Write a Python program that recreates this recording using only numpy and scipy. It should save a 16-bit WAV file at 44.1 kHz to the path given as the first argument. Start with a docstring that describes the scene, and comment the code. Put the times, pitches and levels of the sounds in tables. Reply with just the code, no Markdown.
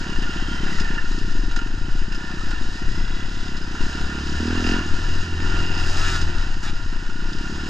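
"""Exhaust pops, some misfiring, under metallic engine rattle and low wind buffeting: a single-cylinder
two-stroke dirt bike climbs a forest trail, heard from the rider's helmet. Each firing rings the pipe;
the crank gates noise through fins and housing. Gears whine, stones and gear knock, the chassis clinks,
and the engine pings at high revs. Near the end a second bike revs twice nearby."""
import sys
import numpy as np
from scipy import signal
from scipy.fft import rfft, irfft, next_fast_len
from scipy.io import wavfile
from scipy.ndimage import uniform_filter1d

SR = 44100
rng = np.random.default_rng(int(sys.argv[2]) if len(sys.argv) > 2 else 0)


def wav_record(signal):
    """Record a signal, one row per channel, as 16-bit PCM in the file named by sys.argv[1]."""
    frames = np.transpose(np.atleast_2d(signal))
    bounded = np.clip(frames, -1, 1)
    # unit amplitude maps onto the largest positive 16-bit level
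    quanta = np.round(bounded * 32767).astype(np.int16)
    wavfile.write(sys.argv[1], SR, quanta)


N = 339129
TIME = np.arange(N) / SR
FFT_SIZE = 2 * next_fast_len(N // 2 + 4096)
HZ = np.fft.rfftfreq(FFT_SIZE, 1 / SR)

# Crank speed, one firing a turn. Each row: time in seconds, rate in Hz.
CRANK_HZ = [(0, 38.68), (0.26, 26.85), (0.42, 32.76), (0.74, 34.72), (1, 28.07), (1.28, 30.34),
            (1.42, 22.19), (1.6, 21.62), (1.72, 26.35), (2.04, 31.2), (2.48, 31.01), (2.6, 24.53),
            (2.8, 32.05), (3.08, 31.11), (3.22, 34.5), (3.56, 33.39), (3.68, 28.77), (3.86, 34.85),
            (4.26, 35.04), (4.38, 37), (4.55, 42.6), (4.63, 40.6), (4.76, 45.3), (4.84, 39.8), (4.94, 38.8),
            (5.04, 40.6), (5.17, 42), (5.36, 41.3), (5.45, 41.9), (5.65, 44.3), (5.84, 41), (6.02, 43.42),
            (6.32, 39.5), (6.44, 30.8), (7.2, 30.23), (7.7, 38.47)]
# Engine levels. Each row: time in seconds, then rattle, pop and drone level in dB.
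ENGINE_DB = [(0, -35, -17.5, -35), (0.3, -35.5, -15.5, -32), (0.8, -35, -17, -33.5),
             (1.45, -39.5, -18.5, -41), (2.1, -39.5, -21.5, -49), (2.55, -38, -19, -29.5),
             (2.95, -38, -19, -40), (3.3, -38.5, -22.5, -42.5), (3.68, -38.5, -20, -33.5),
             (3.8, -35, -17, -36), (4.25, -35.5, -18, -29), (4.45, -33, -12.5, -25),
             (4.62, -32.5, -13, -23.5), (4.71, -29.5, -9, -29), (4.77, -30.5, -12.5, -45),
             (4.795, -31, -14, -37), (4.808, -33.5, -17.5, -30), (5.35, -37.5, -22.5, -29),
             (5.52, -32.5, -17.5, -27), (5.9, -34.5, -22, -29.5), (6.3, -35.5, -21.5, -26.5),
             (6.7, -39.5, -21.5, -51), (7.05, -40, -21.5, -53), (7.3, -39, -18, -37.5),
             (7.5, -38, -18.5, -34), (7.69, -36, -17, -32)]


def amp(db):
    """Decibels to gain."""
    return 10 ** (np.asarray(db) / 20)


def unit_rms(x):
    """Scale to rms 1."""
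    return x / np.sqrt(np.mean(x ** 2) + 1e-20)


def spectrum(points):
    """Interpolate a table over log frequency."""
    hz, value = np.transpose(points)
    return np.interp(np.log(HZ + 1), np.log(hz + 1), value)


def curves(rows):
    """Interpolate each column over time."""
    times_s, *columns = np.transpose(rows)
    return [np.interp(TIME, times_s, column) for column in columns]


def drift(samples):
    """Smoothed noise, rms 1."""
    return unit_rms(uniform_filter1d(uniform_filter1d(rng.standard_normal(N), samples), samples))


def spell(start_s, end_s, rise_s, fall_s):
    """Trapezoid with ramps centred on start and end."""
    corners_s = [start_s - rise_s / 2, start_s + rise_s / 2, end_s - fall_s / 2, end_s + fall_s / 2]
    return np.interp(TIME, corners_s, [0, 1, 1, 0])


def ring(modes, rise_s):
    """Decaying sines, soft onset, peak 1. Each mode: frequency in Hz, level in dB, T60 in seconds."""
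    t = np.arange(4000) / SR
    sound = sum(amp(db - 60 * t / t60_s) * np.sin(2 * np.pi * hz * t) for hz, db, t60_s in modes)
    sound *= 1 - np.exp(-(t / rise_s) ** 2)
    return sound / abs(sound).max()


def minimum_phase(db):
    """Causal response for a gain curve, power gain 1."""
    log_gain = np.log(amp(np.maximum(db, db.max() - 100)))
    response = np.exp(np.conj(signal.hilbert(np.r_[log_gain, log_gain[-2:0:-1]])))[:len(HZ)]
    return response / np.sqrt(np.mean(abs(response) ** 2))


def firings(turns, load, coast):
    """One impulse a turn, sized by how well the charge burns."""
    # Firings that hardly burn, and that half burn. Each entry: time in seconds.
    misfires_s = [0.038, 0.156, 0.257, 0.329, 0.396, 0.463, 0.582, 0.78, 0.873, 1.007, 1.079, 1.317, 1.533,
                  1.92, 1.99, 2.05, 2.571, 2.723, 2.789, 3.075, 3.784, 3.93, 4.378, 6.408, 6.534, 6.6, 6.77,
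                  6.831, 6.896, 7.058]
    weak_s = [1.70, 1.78, 1.85, 2.14, 2.21, 2.28, 2.40, 2.50, 2.65, 2.85, 3.25, 3.34, 3.40, 7.124, 7.19,
              7.26, 7.38, 7.47, 7.62]
    at = np.flatnonzero(np.diff(np.floor(turns)) > 0)
    burn_db = 1.8 * (1 - .7 * load[at]) * rng.standard_normal(len(at))  # steadier under load
    skip_db, slip_chance = -8, .2  # coasting weakens every second firing; the pattern can slip
    burn_db += skip_db * coast[at] * (np.cumsum(rng.random(len(at)) > slip_chance) % 2)
    for times_s, loss_db in ((misfires_s, -12), (weak_s, -4.5)):
        burn_db[abs(TIME[at, None] + .004 - times_s).argmin(axis=0)] += loss_db
    train = np.zeros(N)
    train[at] = amp(burn_db)
    return train


def silencer(pops, full):
    """Swallows the crack; full flow pushes more through. The pipe radiates little deep bass."""
    light_sos = np.r_[signal.ellip(8, .5, 60, 418, fs=SR, output="sos"),
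                      signal.butter(2, 103, "high", fs=SR, output="sos")]
    full_sos = np.r_[signal.butter(8, 435, fs=SR, output="sos"),
                     signal.butter(4, 160, "high", fs=SR, output="sos")]
    return signal.sosfilt(light_sos, (1 - full) * pops) + signal.sosfilt(full_sos, full * pops)


def exhaust(turns):
    """Pressure pulses and ragged flow ring the pipe; low crank orders drone on."""
    # Pipe modes, light throttle and loaded. Each row: frequency in Hz, level in dB, T60 in seconds.
    light_modes = [(385, -4, 0.011), (339, -7.5, 0.034), (238, -2, 0.013), (214.7, 4, 0.031)]
    loaded_modes = [(420, 9, 0.0057), (282.7, 6.5, 0.019), (241.5, -6, 0.1)]
    # Drone. Each row: crank order, level in dB, change in dB at full throttle and when coasting.
    orders = [(2, 1.5, 0, 0), (3, -11, -12, 0), (4, -17, -6, 3), (6, -30, 0, 12), (8, -30, 0, 6),
              (9, -24, 0, 9)]
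    _, pop_db, drone_db = curves(ENGINE_DB)
    full = spell(4.37, 4.8, .02, .02)  # throttle wide open
    coast = spell(4.8, 6.4, .02, .04)  # eased at high revs
    lug = .085 * np.maximum(31.4 - curves(CRANK_HZ)[0], 0)  # load grows as revs sink
    load = np.clip(.29 + .2 * drift(500) + lug + 2 * full + .47 * coast, 0, 1)
    train = firings(turns, load, coast)
    echo_lag, echo_db = round(.0064 * SR), -9  # return from the pipe's far end
    train[echo_lag:] += amp(echo_db + 2 * drift(500)[echo_lag:]) * ((1 - full) * train)[:-echo_lag]
    flow = amp(-11 - 8 * full + 3 * coast) * rng.standard_normal(N) / np.sqrt(SR / 35)
    drive = amp(pop_db) * (train + flow)
    pops = sum(signal.oaconvolve(drive * share, ring(modes, rise_s=.00088))[:N]
               for share, modes in ((1 - load, light_modes), (load, loaded_modes)))
    pops = silencer(pops, full)
    drone = np.zeros(N)
    for order, db, full_db, coast_db in orders:
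        gain = amp(db + full_db * full + coast_db * coast + 2 * drift(2500))
        drone += gain * np.sin(2 * np.pi * order * (turns + .006 * drift(900)))
    return np.array([amp(-.7) * pops, amp(.7) * np.roll(pops, 3)]) + amp(drone_db) * drone


def metal(body, treble):
    """Resonances of engine metal and housing; the two drives cross over at 3300 Hz."""
    # Broad response. Each row: frequency in Hz, relative level in dB.
    shape = [(300, -41), (420, -10.5), (548, -12.5), (944, -13), (1160, -11.5), (1430, -3), (1820, -4.5),
             (2120, -16.5), (2330, -13), (2770, -3.5), (3300, -11), (5140, -18.5), (6880, -20), (8640, -37),
             (11000, -54.5), (14200, -61.5)]
    # Fin and housing resonances. Each row: centre in Hz, width in Hz, lift in dB.
    peaks = [(735, 39, 8), (953, 163, 9.5), (1421.4, 76, 9), (1772, 55, 7), (1951, 51, 7.5), (2824, 28, 6),
             (3037, 50, 3.5), (3860, 210, 5), (5014, 590, 10), (6650, 59, 7), (11700, 3660, 11.5)]
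    peaks_db = sum(lift_db / (1 + (2 * (HZ - hz) / width_hz) ** 2) for hz, width_hz, lift_db in peaks)
    share = 1 / (1 + (3300 / (HZ + 1)) ** 4)
    drive = (1 - share) * rfft(body, FFT_SIZE) + share * rfft(treble, FFT_SIZE)
    return irfft(minimum_phase(spectrum(shape) + peaks_db) * drive, FFT_SIZE)[..., :N]


def rattle(turns):
    """Metallic noise gated by the crank, in bursts that vary from turn to turn."""
    # Bursts in each turn. Each row: position in turns, width in turns, relative size.
    bursts = [(.36, 0.099, 0.39), (.85, 0.11, 0.1)]
    treble_db = .6 * drift(2100) - .4
    drives = []
    for steady, spread_db in ((1.2, 5.8), (1.6, 3.5)):  # body, treble
        sizes = amp(spread_db * np.minimum(rng.standard_normal((400, len(bursts))), 1.8))
        gate = steady + sum(size * sizes[turns.astype(int), k] * np.exp(-((turns % 1 - at) / width) ** 2)
                            for k, (at, width, size) in enumerate(bursts))
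        drives.append(gate * amp(drift(25) + .87 * drift(2900)) * rng.standard_normal((2, N)))
    return amp(curves(ENGINE_DB)[0] + 1.5) * unit_rms(metal(drives[0], drives[1] * amp(treble_db)))


def wind():
    """Lumpy low buffeting on the microphone housing, stronger on the left."""
    # Gusts. Each row: time in seconds, level in dB.
    gusts = [(0.0, -22), (0.06, -28), (0.23, -13.5), (0.34, -24), (1.48, -14.5), (1.52, -18.5),
             (1.95, -14.5), (2.36, -28), (2.37, -19.5), (2.7, -15.5), (2.78, -27), (2.87, -13), (3.79, -25),
             (3.83, -16), (3.88, -25), (3.98, -30), (4.03, -14), (4.11, -31), (4.8, -15), (4.86, -26),
             (4.95, -10), (4.99, -18), (5.14, -15.5), (5.25, -30), (5.42, -19.5), (6.92, -15.5),
             (7.05, -23.5), (7.35, -17), (7.5, -26), (7.69, -21)]
    # Buffet spectrum. Each row: frequency in Hz, relative level in dB.
    buffet = [(1.8, -47), (3.0, 10), (16, 5.5), (27, 4), (42, -17.5), (70, -15), (130, -19.5), (170, -45),
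              (290, -120)]
    white = rfft(rng.standard_normal((2, N)), FFT_SIZE)
    common, side = irfft(white * amp(spectrum(buffet)), FFT_SIZE)[:, :N]
    gain = amp(curves(gusts)[0] + drift(2500))
    lumps = gain * unit_rms(np.array([common + .016 * side, common - .036 * side]))
    limit = .36  # the membrane flattens the largest swings
    return limit * np.tanh(lumps / limit) * amp([[1.6], [-1.6]])


def whines():
    """Narrow noise on gliding pitches: a gear whine and a thin high buzz that arches up and sinks."""
    # Pitch tracks. Each row: time in seconds, frequency in Hz, level in dB.
    gear_track = [(0, 1850, -53), (.7, 1960, -43), (.82, 1820, -40), (1.9, 1781, -53), (2.25, 1755, -40),
                  (2.7, 1790, -43), (3, 1960, -43.5), (3.5, 1960, -49), (4, 1633, -52), (5.4, 1818, -42),
                  (5.7, 1940, -49), (7.69, 1784, -51)]
    arch_track = [(0, 2910, -62), (.15, 2970, -45), (.35, 3120, -48), (.5, 3160, -40), (.62, 3090, -44.5),
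                  (.75, 3010, -53), (.85, 2950, -80)]
    sound = np.zeros(N)
    for hz, db in (curves(gear_track), curves(arch_track)):
        fuzz = drift(234) + 1j * drift(240)
        sound += amp(db) * (fuzz * np.exp(2j * np.pi * np.cumsum(hz) / SR)).real
    return sound


def scuffed_rings(turns):
    """Single modes of the metal swell and fade, scuffed unevenly once a turn."""
    # Swells. Each row: start in seconds, length in seconds, frequency in Hz, level in dB.
    swells = [(0.069, 0.57, 2810, -36), (0.21, 0.32, 3420, -40), (0.42, .4, 3760, -41),
              (0.83, 0.48, 2790, -39), (2.96, 0.56, 3400, -39), (5, 0.42, 2800, -35),
              (8.1, 0.24, 2800, -35), (0.16, 1, 1410, -32), (.15, 0.31, 1790, -31), (3.38, 0.47, 1500, -37),
              (5.45, 0.17, 1410, -26), (2.335, 0.24, 1300, -36), (7.0, 0.72, 1430, -34),
              (2.11, .07, 5080, -30), (2.25, .15, 5050, -41), (2.9, .25, 5100, -37), (3.58, .12, 4980, -35),
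              (2.52, .22, 3760, -36), (3.05, .16, 3800, -40), (3.3, 0.13, 3760, -40),
              (7.22, 0.2, 5500, -45), (7.56, 0.097, 5100, -41), (8.8, .09, 2800, -35),
              (5.9, .22, 2800, -41), (.55, .25, 1950, -33), (.78, .25, 1770, -27), (.9, .17, 2740, -40),
              (5.4, 0.055, 1300, -36), (4.55, 0.073, 1420, -32), (4.72, 0.068, 1420, -26),
              (4.4, .1, 1420, -36), (4.55, 0.036, 2790, -29), (5.55, .18, 2810, -27.5),
              (5.7, .035, 1420, -27.5)]
    scuff_s, max_t60_s, max_t60_cycles = .014, .045, 110
    ticks = (np.diff(np.floor(turns + .55), prepend=0) > 0) * amp(2 * drift(250))
    scuffs = uniform_filter1d(ticks, round(scuff_s * SR)) * np.sqrt(scuff_s * SR)
    sound = np.zeros(N)
    for start_s, length_s, hz, db in swells:
        part = slice(int(max(start_s - length_s / 2, 0) * SR), int((start_s + 1.5 * length_s) * SR))
        drive = (scuffs * amp(db) * spell(start_s, start_s + length_s, length_s / 2, length_s / 2))[part]
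        mode = ring([(hz, 0, min(max_t60_s, max_t60_cycles / hz))], rise_s=.001)
        sound[part] += signal.oaconvolve(drive * rng.standard_normal(len(drive)), mode)[:len(drive)]
    return sound


def knocks():
    """Stones and gear strike: a clank plus a dying noise burst through the metal."""
    # Hits. Each row: time in seconds, level in dB, treble lift in dB, clank offset in dB.
    hits = [(0.222, -30, 13, -11), (0.7975, -21.5, 9, -15), (1.511, -23.5, 3, -3), (1.561, -20, 7, -0.5),
            (1.588, -21, -17, -0.5), (1.614, -25, -12, -14), (2.1216, -22, 2, -25), (2.146, -31, 11, -19),
            (2.511, -19.5, -0.5, -22), (3.568, -30, 11, -18), (3.752, -31, -9, 6), (3.809, -29, 3, -7),
            (5.741, -29, 9, -15), (5.776, -33, 15, -19), (5.798, -29, 9, -17), (6.214, -25, 14, -17),
            (6.4225, -43, 8, -15), (6.7744, -37, 9, -21)]
    # Clank modes. Each row: frequency in Hz, level in dB, T60 in seconds.
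    clank_modes = [(1410, 5.5, 0.053), (920, -7, 0.052), (1724, -3, 0.045), (6630, -7.5, 0.034)]
    t60_s, rise_s = .1, .00058
    body, treble, blows = np.zeros((3, N))
    t = TIME[:SR // 8]
    burst = amp(-9.5 - 60 * t / t60_s) * (1 - np.exp(-t / rise_s))
    for time_s, db, lift_db, clank_db in hits:
        at = int(time_s * SR)
        body[at:at + len(t)] += burst * amp(db)
        treble[at:at + len(t)] += burst * amp(db + lift_db)
        blows[at] = amp(db + clank_db)
    noise = rng.standard_normal((2, N))
    clanks = signal.oaconvolve(blows, ring(clank_modes, rise_s=.0016))[:N]
    return metal(body * noise, treble * noise) + clanks * [[1], [.3]]


def clinks():
    """Light chassis parts ring a high and a low group of short modes."""
    # Hits. Each row: time in seconds, level in dB, low group offset in dB.
    hits = [(0.8, -24.5, -8), (1.9923, -32, -4), (2.7116, -35, -3), (3.46, -33, -4), (3.481, -28, -1),
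            (3.5667, -32, -8), (3.6415, -33, -4), (4.2945, -29, -6), (4.7645, -28, -4), (5.4205, -31, -4),
            (5.4719, -31, -4), (5.5013, -29, -4), (5.6639, -28, 0), (5.7422, -29, -6), (5.7757, -24, -6),
            (5.7971, -27, -4), (6.4212, -30, -10), (7.3316, -25.5, -4), (7.5506, -32, -4)]
    # Chassis modes. Each row: frequency in Hz, level in dB, T60 in seconds.
    high_modes = [(5103, -5, 0.021), (4920, -4, .02), (6660, -13, .02)]
    low_modes = [(3650, -1, 0.018), (2780, -5, .04)]
    high, low = np.zeros((2, N))
    for time_s, db, low_db in hits:
        at = int(time_s * SR)
        high[at], low[at] = amp(db), amp(db + low_db)
    return (signal.oaconvolve(high, ring(high_modes, rise_s=.001))
            + signal.oaconvolve(low, ring(low_modes, rise_s=.0006)))[:N]


def ping(turns):
    """Spells of engine pinging: a sharp metallic tick late in each turn."""
    # Spells. 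Each row: start in seconds, length in seconds, level in dB, fade in seconds.
    spells = [(4.63, 0.095, -15.5, 0.05), (5.543, 0.29, -24.5, 0.63)]
    # Ping modes. Each row: frequency in Hz, level in dB, T60 in seconds.
    modes = [(735, 2, 0.031), (1420, 3, .04), (1787, 7, 0.033), (2560, 5.5, 0.029), (2772, 11, 0.042),
             (3026, 5, 0.03), (4715, 5, 0.028), (5080, 7, 0.025)]
    ticks = np.diff(np.floor(turns + .18), prepend=0) > 0
    gain = sum(amp(db) * spell(start_s, start_s + length_s + fade_s / 2, .026, fade_s) ** 2
               for start_s, length_s, db, fade_s in spells)
    return signal.oaconvolve(ticks * gain * amp(drift(200)), ring(modes, rise_s=.00089))[:N]


def second_bike():
    """Another engine revs: a ragged buzz of crank orders and a bright puff of hiss per firing."""
    # Revs. Each row: start, climb, hold and release in seconds, then start and top values of
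    # firing rate in Hz, level in dB and treble bite in dB.
    revs = [(5.79, .26, .11, .12, 108, 133.5, -40, -30.5, 1, 0),
            (6.622, .06, .005, .06, 122, 139, -36, -35, 1, -3)]
    # Pipe response. Each row: frequency in Hz, level in dB.
    pipe = [(500, -17), (700, -10.5), (900, -8), (1080, -10), (1200, -5.5), (1340, 3), (1470, -0.5),
            (1600, -5), (1750, 2.5), (1900, -2), (2100, -17), (2400, -7), (2700, -13), (3100, -14),
            (3400, -10), (3750, -5), (3900, -10)]
    attack_s, sag_hz_per_s, rough_db, rough_step_s = .025, 120, 4.5, .026
    hz, gain, bite = np.full(N, 120.), np.zeros(N), np.zeros(N)
    for start_s, climb_s, hold_s, release_s, from_hz, top_hz, from_db, top_db, *bite_db in revs:
        top_s = start_s + climb_s
        shut_s = top_s + hold_s
        rev_hz = np.interp(TIME, [start_s, top_s, shut_s, shut_s + release_s],
                           [from_hz, top_hz, top_hz, top_hz - sag_hz_per_s * release_s])
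        gate = spell(start_s, shut_s + release_s / 2, attack_s, release_s)
        hz = np.where(gate > 0, rev_hz, hz)
        gain += gate ** 2 * amp(np.interp(TIME, [start_s, top_s], [from_db, top_db]))
        bite += gain * (gate > 0) * amp(np.interp(TIME, [start_s, top_s], bite_db))
    turns = np.cumsum(hz * (1 + .007 * drift(500))) / SR
    pipe_hz, pipe_db = np.transpose(pipe)
    buzz, on = np.zeros(N), gain > 0
    steps_s = np.arange(0, TIME[-1] + 1, rough_step_s)
    tilt_db_per_octave = .35 * (hz[on] - hz.max() + 5)  # brightens as it climbs
    for order in range(5, 30):
        db = rough_db * np.interp(TIME[on], steps_s, rng.standard_normal(len(steps_s)))
        db += tilt_db_per_octave * np.log2(order * hz[on] / 1100)
        db += np.interp(order * hz[on], pipe_hz, pipe_db)
        buzz[on] += amp(db) * np.cos(2 * np.pi * (order * turns[on] + rng.random()))
    sizes = amp(2.5 * rng.standard_normal(2000))[turns.astype(int)]
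    puffs = (.55 + sizes * np.exp(-(turns % 1) / .52)) * rng.standard_normal(N)
    crisp = np.diff(puffs, prepend=0)  # favours the top octave
    hiss = metal(.19 * gain * puffs, bite * (crisp + .62 * puffs))
    hiss /= np.std(metal(.2 * puffs, crisp + .13 * puffs))
    return gain * amp(-10) * unit_rms(buzz) + amp(-4) * hiss


def ports(mid, side):
    """Two microphone ports: mid in phase, side in antiphase, then a balance and a phase lead."""
    # Port likeness. Each row: frequency in Hz, likeness from 0 to 1.
    likeness = [(300, .98), (500, .75), (1000, .95), (2000, .75), (4000, .96), (8000, .995), (10500, .97),
                (12500, .5)]
    # Balance. Each row: frequency in Hz, left minus right in dB.
    balance_db = [(60, 0.5), (100, 0.0), (180, -0.5), (310, -1.5), (530, -2.5), (920, -3.0), (1590, -3.5),
                  (2750, -4.0), (4740, 1.5), (8190, 0.0), (12000, -1.5)]
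    # Phase. Each row: frequency in Hz, lead of the left port in radians.
    lead_rad = [(0, 0), (600, -0.5), (1210, -0.75), (1550, -0.44), (1890, 1.86), (2150, 0.1), (2410, 1.5),
                (2670, 0.86), (3190, 1.44), (3450, 0.93), (4050, 0.79), (4310, 0), (8350, 0)]
    same = np.clip(spectrum(likeness), 0, 1)
    shared = np.sqrt((1 + same) / 2) * rfft(mid, FFT_SIZE)
    opposed = np.sqrt((1 - same) / 2) * rfft(side, FFT_SIZE)
    tilt = amp(spectrum(balance_db) / 2) * np.exp(.5j * spectrum(lead_rad))
    return irfft(np.array([(shared + opposed) * tilt, (shared - opposed) / tilt]), FFT_SIZE)[:, :N]


def scene():
    """Metal sounds, whines and second bike through the ports, plus exhaust and wind."""
    start_turns, pop_lead_s = .5, .0058  # a pop starts this long before its peak
    turns = np.interp(TIME + pop_lead_s, TIME, np.cumsum(curves(CRANK_HZ)[0]) / SR) + start_turns
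    clatter = rattle(turns) + knocks()
    bike, whine = second_bike(), whines()
    mid = clatter[0] + ping(turns) + scuffed_rings(turns) + clinks() + bike + whine
    side = clatter[1] + .5 * bike + .1 * whine
    return ports(mid, side) + exhaust(turns) + wind()


def record(dry):
    """Low-pass at 14750 Hz."""
    return signal.oaconvolve(dry, signal.firwin(511, 14750, window=("kaiser", 9), fs=SR)[None], "same")


dry = scene()
out = record(dry)
wav_record(out)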